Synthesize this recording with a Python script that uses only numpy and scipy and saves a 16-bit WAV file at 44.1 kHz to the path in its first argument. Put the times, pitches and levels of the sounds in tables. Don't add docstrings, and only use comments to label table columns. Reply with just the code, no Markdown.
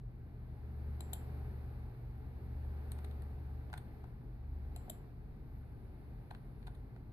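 import sys
import numpy as np
from scipy import signal
from scipy.fft import rfft, irfft
from scipy.io import wavfile

SR = 44100
rng = np.random.default_rng(int(sys.argv[2]) if len(sys.argv) > 2 else 0)


def wav_record(signal):
    frames = np.transpose(np.atleast_2d(signal))
    bounded = np.clip(frames, -1, 1)
    quanta = np.round(bounded * 32767).astype(np.int16)
    wavfile.write(sys.argv[1], SR, quanta)


N = 313992

# (time [s], strength [dB], treble [dB])
DESK_KNOCKS = [(1.1285, -46.5, -7.5), (2.6470, -49.5, -14), (2.9880, -57, 6), (3.6990, -50.5, -7),
               (3.729, -47, 7.5), (3.738, -43.5, 4), (4.0400, -49.5, -7), (4.8798, -45, -30),
               (6.3100, -42, -9), (6.3478, -59, 7), (6.6715, -51, 0), (6.6785, -47, -6.5),
               (6.9618, -54.5, -3.5)]
KNOCK_CHATTER_S = 0.0022


def from_db(db):
    return 10 ** (np.asarray(db) / 20)


def rms_one(x):
    return x / np.sqrt(np.mean(x ** 2) + 1e-20)


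def in_time(rows):
    times, values = np.transpose(rows)
    return np.interp(np.arange(N) / SR, times, values)


def at_hz(points, hz):
    freqs, *columns = np.transpose(points)
    return [np.interp(np.log(hz), np.log(freqs), column) for column in columns]


def butter(x, hz, kind):
    return signal.sosfilt(signal.butter(2, hz, kind, fs=SR, output="sos"), x + 1e-18)


def drift(rate_hz):
    knots = rng.standard_normal(int(rate_hz * N / SR) + 2)
    return rms_one(np.interp(np.arange(N) * rate_hz / SR, np.arange(len(knots)), knots))


def resonate(x, modes):
    ringing = 0
    for k, (hz, width_hz, db) in enumerate(modes):
        radius = np.exp(-np.pi * width_hz / SR)
        poles = [1, -2 * radius * np.cos(2 * np.pi * hz / SR), radius ** 2]
        gain = (-1) ** k * from_db(db) * (1 - radius ** 2) / 2
        ringing = ringing + gain * signal.lfilter([1, 0, -1], poles, x + 1e-18)
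    return ringing


def from_the_right(x, lag_s=0.00016):
    t = np.arange(N) / SR
    return np.array([np.interp(t - lag_s, t, x[0]), x[1]])


def air_noise(spectrum):
    # (frequency [Hz], correlation [-1 to 1])
    likeness = [(30, 0.97), (125, 0.95), (250, 0.79), (500, 0.59), (1000, 0.25), (2000, 0.61),
                (5000, -0.56), (14000, 0.079)]
    hz = np.maximum(np.arange(N // 2 + 1) * SR / N, 1)
    mid, side = rfft(rng.standard_normal((2, N)))
    alike = at_hz(likeness, hz)[0]
    pair = np.sqrt(1 + alike) * mid + np.sqrt(1 - alike) * side * [[1], [-1]]
    colour = from_db(at_hz(spectrum, hz)[0])
    return rms_one(irfft(pair * colour, N))


def ventilation(rush_follows=0.9, hiss_follows=1.17):
    # (time [s], relative level [dB])
    airflow = [(0.0, -92.5), (0.61, -87), (1.23, -80.5), (2.06, -86.5), (2.32, -86), (2.79, -82.5),
               (3.05, -82), (3.39, -85), (3.98, -85.5), (4.14, -88.5), (4.42, -89.5), (4.88, -83.5),
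               (5.15, -89.5), (6.19, -87.5), (6.9, -89), (7.12, -90)]
    # (frequency [Hz], relative density [dB])
    rumble_colour = [(15, -15), (30, -18), (38, -3.5), (47, 3.5), (58, -4.5), (75, -7.5), (95, -10.5),
                     (112, -6.5), (128, -11), (142, -6), (165, -16), (230, -17), (400, -27), (1000, -76)]
    rush_colour = [(100, -11), (220, -4), (300, -9), (400, -8), (590, -13.5), (800, -12.5), (1030, -18),
                   (1600, -22.5), (2250, -24.5), (3200, -36.5), (4250, -33), (5200, -40.5), (7300, -56.5),
                   (16000, -87)]
    hiss_colour = [(3000, -58.5), (7500, -29.5), (8700, -3), (11000, -1), (11400, 3), (12500, 1.5),
                   (13600, 3), (15000, -2.5)]
    # (frequency [Hz], width [Hz], gain [dB])
    fan_modes = [(205.3, 7.9, -3.5), (236.8, 8, -3), (375.4, 5.2, -3.5), (428.6, 8.6, -1.5),
                 (664, 4.7, -15.5), (756.4, 40, -13), (851, 30, -13), (1558, 110, -22.5)]
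    flow_db = in_time(airflow)
    swell_db = flow_db - flow_db.mean()
    rumble = from_db(-49.5) * air_noise(rumble_colour) * from_db([[.5], [-.5]])
    fan = from_db(-6.5) * rms_one(resonate(rng.standard_normal(N), fan_modes))
    rush = from_db(-61.5 + rush_follows * swell_db) * (air_noise(rush_colour) + fan)
    hiss = from_db(-80.5 + hiss_follows * swell_db) * air_noise(hiss_colour) * from_db([[-1.7], [1.7]])
    return from_the_right(rumble + rush) + hiss


def hum_tone(phase, db):
    return np.sqrt(2) * from_db(db) * np.sin(phase) * from_db([[.55], [-.55]])


def mains_hum(hz=120, waver_db=0.5):
    # (time [s], level [dB])
    envelope = [(0.05, -51), (0.16, -56), (1.35, -49.5), (5.68, -59), (7.0, -57.5)]
    phase = 2 * np.pi * hz * np.arange(N) / SR
    return hum_tone(phase, in_time(envelope) + waver_db * drift(6.2))


def motor_drone(trim_db=-0.4, waver_db=1.3):
    # (time [s], relative level [dB])
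    envelope = [(0.0, -63), (0.95, -41), (1.86, -48), (1.98, -65), (2.08, -51.5), (2.7, -41), (3.61, -47),
                (3.77, -52.5), (3.86, -52.5), (4.2, -61), (4.54, -44), (4.8, -50), (4.9, -73),
                (5.19, -57.5), (5.37, -66), (5.55, -52.5), (7.12, -65.5)]
    # (time [s], frequency [Hz])
    pitch = [(0.7, 73.95), (2.4, 73.52), (4.7, 71.94), (5.3, 70.9), (5.85, 74), (6.3, 69.1), (7.12, 69)]
    phase = 2 * np.pi * np.cumsum(in_time(pitch)) / SR
    return hum_tone(phase, in_time(envelope) + trim_db + waver_db * drift(4.6))


def chatter(length_s, settle_s, treble_db, treble_hz):
    n = SR // 40
    t = np.arange(n) / SR
    envelope = np.exp(-np.maximum(t - length_s, 0) / settle_s)
    spectrum = rfft(rng.standard_normal(n) * envelope)
    whitened = irfft(spectrum / np.abs(spectrum), n)
    burst = rms_one(whitened * envelope)
    hz = np.arange(n + 1) * SR / (2 * n)
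    high = (hz / treble_hz) ** 6
    shelf = from_db(treble_db * high / (1 + high))
    return irfft(rfft(burst, 2 * n) * shelf)[:n]


def strike(contacts, modes, settle_s, treble_hz, scatter_db):
    force = np.zeros((2, N))
    for s, db, treble_db, length_s in contacts:
        direct = chatter(length_s, settle_s, treble_db, treble_hz)
        scattered = np.array([chatter(length_s, 2 * settle_s, treble_db, treble_hz) for _ in range(2)])
        at = round(s * SR)
        force[:, at:at + len(direct)] += from_db(db) * (direct + from_db(scatter_db) * scattered)
    return resonate(force, modes)


def button_clicks(settle_s=.0016, press_chatter_s=.0023, press_treble_db=-0.8):
    # (time [s], strength [dB])
    presses = [(1.0056, -37.5), (4.7616, -40.5)]
    # (time [s], strength [dB], chatter [s])
    releases = [(1.1319, -34.5, .0038), (4.897, -38.5, 0.0037)]
    # (frequency [Hz], width [Hz], gain [dB])
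    press_modes = [(705, 71, 1), (980, 580, -16.5), (2330, 590, -16.5), (3180, 440, -16.5), (4010, 150, -6),
                   (7430, 240, -5), (8195, 550, -14), (7600, 6.7, 5), (10400, 900, -10.5),
                   (12300, 700, -19), (13900, 560, -17)]
    release_modes = [(637, 98, 3.5), (760, 170, -6), (1550, 1100, -32), (2620, 170, -19), (3110, 270, -11),
                     (3840, 560, -12.5), (7500, 400, -1), (7880, 1340, -9.5), (10180, 310, -4.5),
                     (11670, 690, -3.5), (12110, 670, -4.5), (14350, 980, -21.5)]
    downs = [(s, db, press_treble_db, press_chatter_s) for s, db in presses]
    ups = [(s, db, 0, length_s) for s, db, length_s in releases]
    down_clicks = strike(downs, press_modes, settle_s, treble_hz=6000, scatter_db=-9.5)
    up_clicks = strike(ups, release_modes, settle_s, treble_hz=6100, scatter_db=-0.5)
    return down_clicks + up_clicks


def shell_knocks():
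    # (frequency [Hz], width [Hz], gain [dB])
    modes = [(716, 114, 5), (930, 230, 1), (1485, 126, 3), (1795, 330, -4.5), (2260, 930, -11.5),
             (3420, 67, -19), (4090, 250, -22)]
    knocks = [(s, db, treble_db, KNOCK_CHATTER_S) for s, db, treble_db in DESK_KNOCKS]
    return strike(knocks, modes, settle_s=0.0005, treble_hz=1160, scatter_db=-5)


def wheel_ticks(rattle_growth=1.36, rattle_treble_db=-6.5):
    # (time [s], strength [dB], treble [dB], chatter [s])
    ticks = [(2.9178, -47, 7.5, 0.0011), (2.9835, -59.5, 0, .005), (3.0440, -47.5, -4, 0.0041),
             (3.1110, -55.5, -10, .002), (3.2198, -56.5, 2.5, .002), (3.7725, -59, -3, 0.0027),
             (3.7765, -46, 0.5, 0.0042), (6.3065, -49, -23, 0.0021), (6.3480, -52, -17, 0.0015),
             (6.6265, -55.5, -23, 0.0026), (6.6672, -48.5, -7, .0072), (6.7475, -59.5, -4, 0.0066)]
    # (frequency [Hz], width [Hz], gain [dB])
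    modes = [(746, 250, -1), (1810, 540, -3), (2320, 810, -7.5), (3630, 530, -5), (4320, 490, -8.5),
             (6420, 540, -19.5), (8600, 440, -5), (10100, 1150, -7.5), (11950, 3300, -15)]
    times, strength_db, treble_db = np.transpose(DESK_KNOCKS)
    hardness_db = strength_db + treble_db / 2
    rattle_db = -47 + rattle_growth * (hardness_db - hardness_db.max())
    rattles = [(s, db, rattle_treble_db, KNOCK_CHATTER_S) for s, db in zip(times, rattle_db)]
    return strike(ticks + rattles, modes, settle_s=0.0024, treble_hz=6460, scatter_db=0)


def shade(x):
    # (frequency [Hz], left over right [dB])
    balance = [(700, 1), (1700, 0), (3800, 7.5), (6000, 14), (8000, 4.5), (12000, -0.5)]
    hz = np.maximum(np.arange(N // 2 + 1) * SR / N, 1)
    ratio = from_db(at_hz(balance, hz)[0])
    right = np.sqrt(2 / (1 + ratio ** 2))
    return irfft(rfft(x) * [ratio * right, right], N)


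def office_reverb(x, predelay_s=.004, echo_s=.0098, echo_db=-21):
    # (frequency [Hz], time to fall 60 dB [s], level [dB])
    decays = [(400, .3, -10), (1500, .28, -9.5), (4000, .26, -11.5), (7500, .25, -14.5), (14000, .27, -11)]
    t = np.arange(SR // 2) / SR
    edges_hz = np.geomspace(300, 16000, 11)
    response = np.zeros((2, len(t)))
    for band in zip(edges_hz, edges_hz[1:]):
        t60, db = at_hz(decays, np.sqrt(np.prod(band)))
        tail = rng.standard_normal((2, len(t))) * from_db(-60 * t / t60) * (t > predelay_s)
        response += from_db(db) * butter(rms_one(tail) / np.sqrt(len(t)), band, "band")
    response[:, round(echo_s * SR)] += from_db(echo_db)
    return signal.fftconvolve(x, response, axes=1)[:, :N]


def sizzle(half_width_hz=400):
    # (time [s], centre [Hz], level [dB])
    path = [(5.43, 11600, -100), (5.46, 11800, -84), (5.60, 11760, -84.5), (5.66, 10600, -92),
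            (6.2, 10400, -92), (6.78, 10560, -86.5), (6.9, 10700, -110)]
    times, centre_hz, level_db = np.transpose(path)
    t = np.arange(N) / SR
    carrier = np.sin(2 * np.pi * np.cumsum(np.interp(t, times, centre_hz)) / SR)
    flutter = butter(rng.standard_normal((2, N)), half_width_hz, "low")
    envelope = from_db(np.interp(t, times, level_db)) * (t > times[0])
    return envelope * rms_one(flutter * carrier)


def scene():
    mouse = from_db(0.5) * button_clicks() + from_db(-3) * wheel_ticks() + from_db(1.2) * shell_knocks()
    mouse_in_room = shade(from_the_right(mouse)) + office_reverb(mouse)
    return mouse_in_room + ventilation() + motor_drone() + mains_hum() + sizzle()


def record(dry, cutoff_hz=14650):
    return signal.sosfilt(signal.ellip(10, .2, 70, cutoff_hz, fs=SR, output="sos"), dry)


dry = scene()
out = record(dry)
wav_record(out)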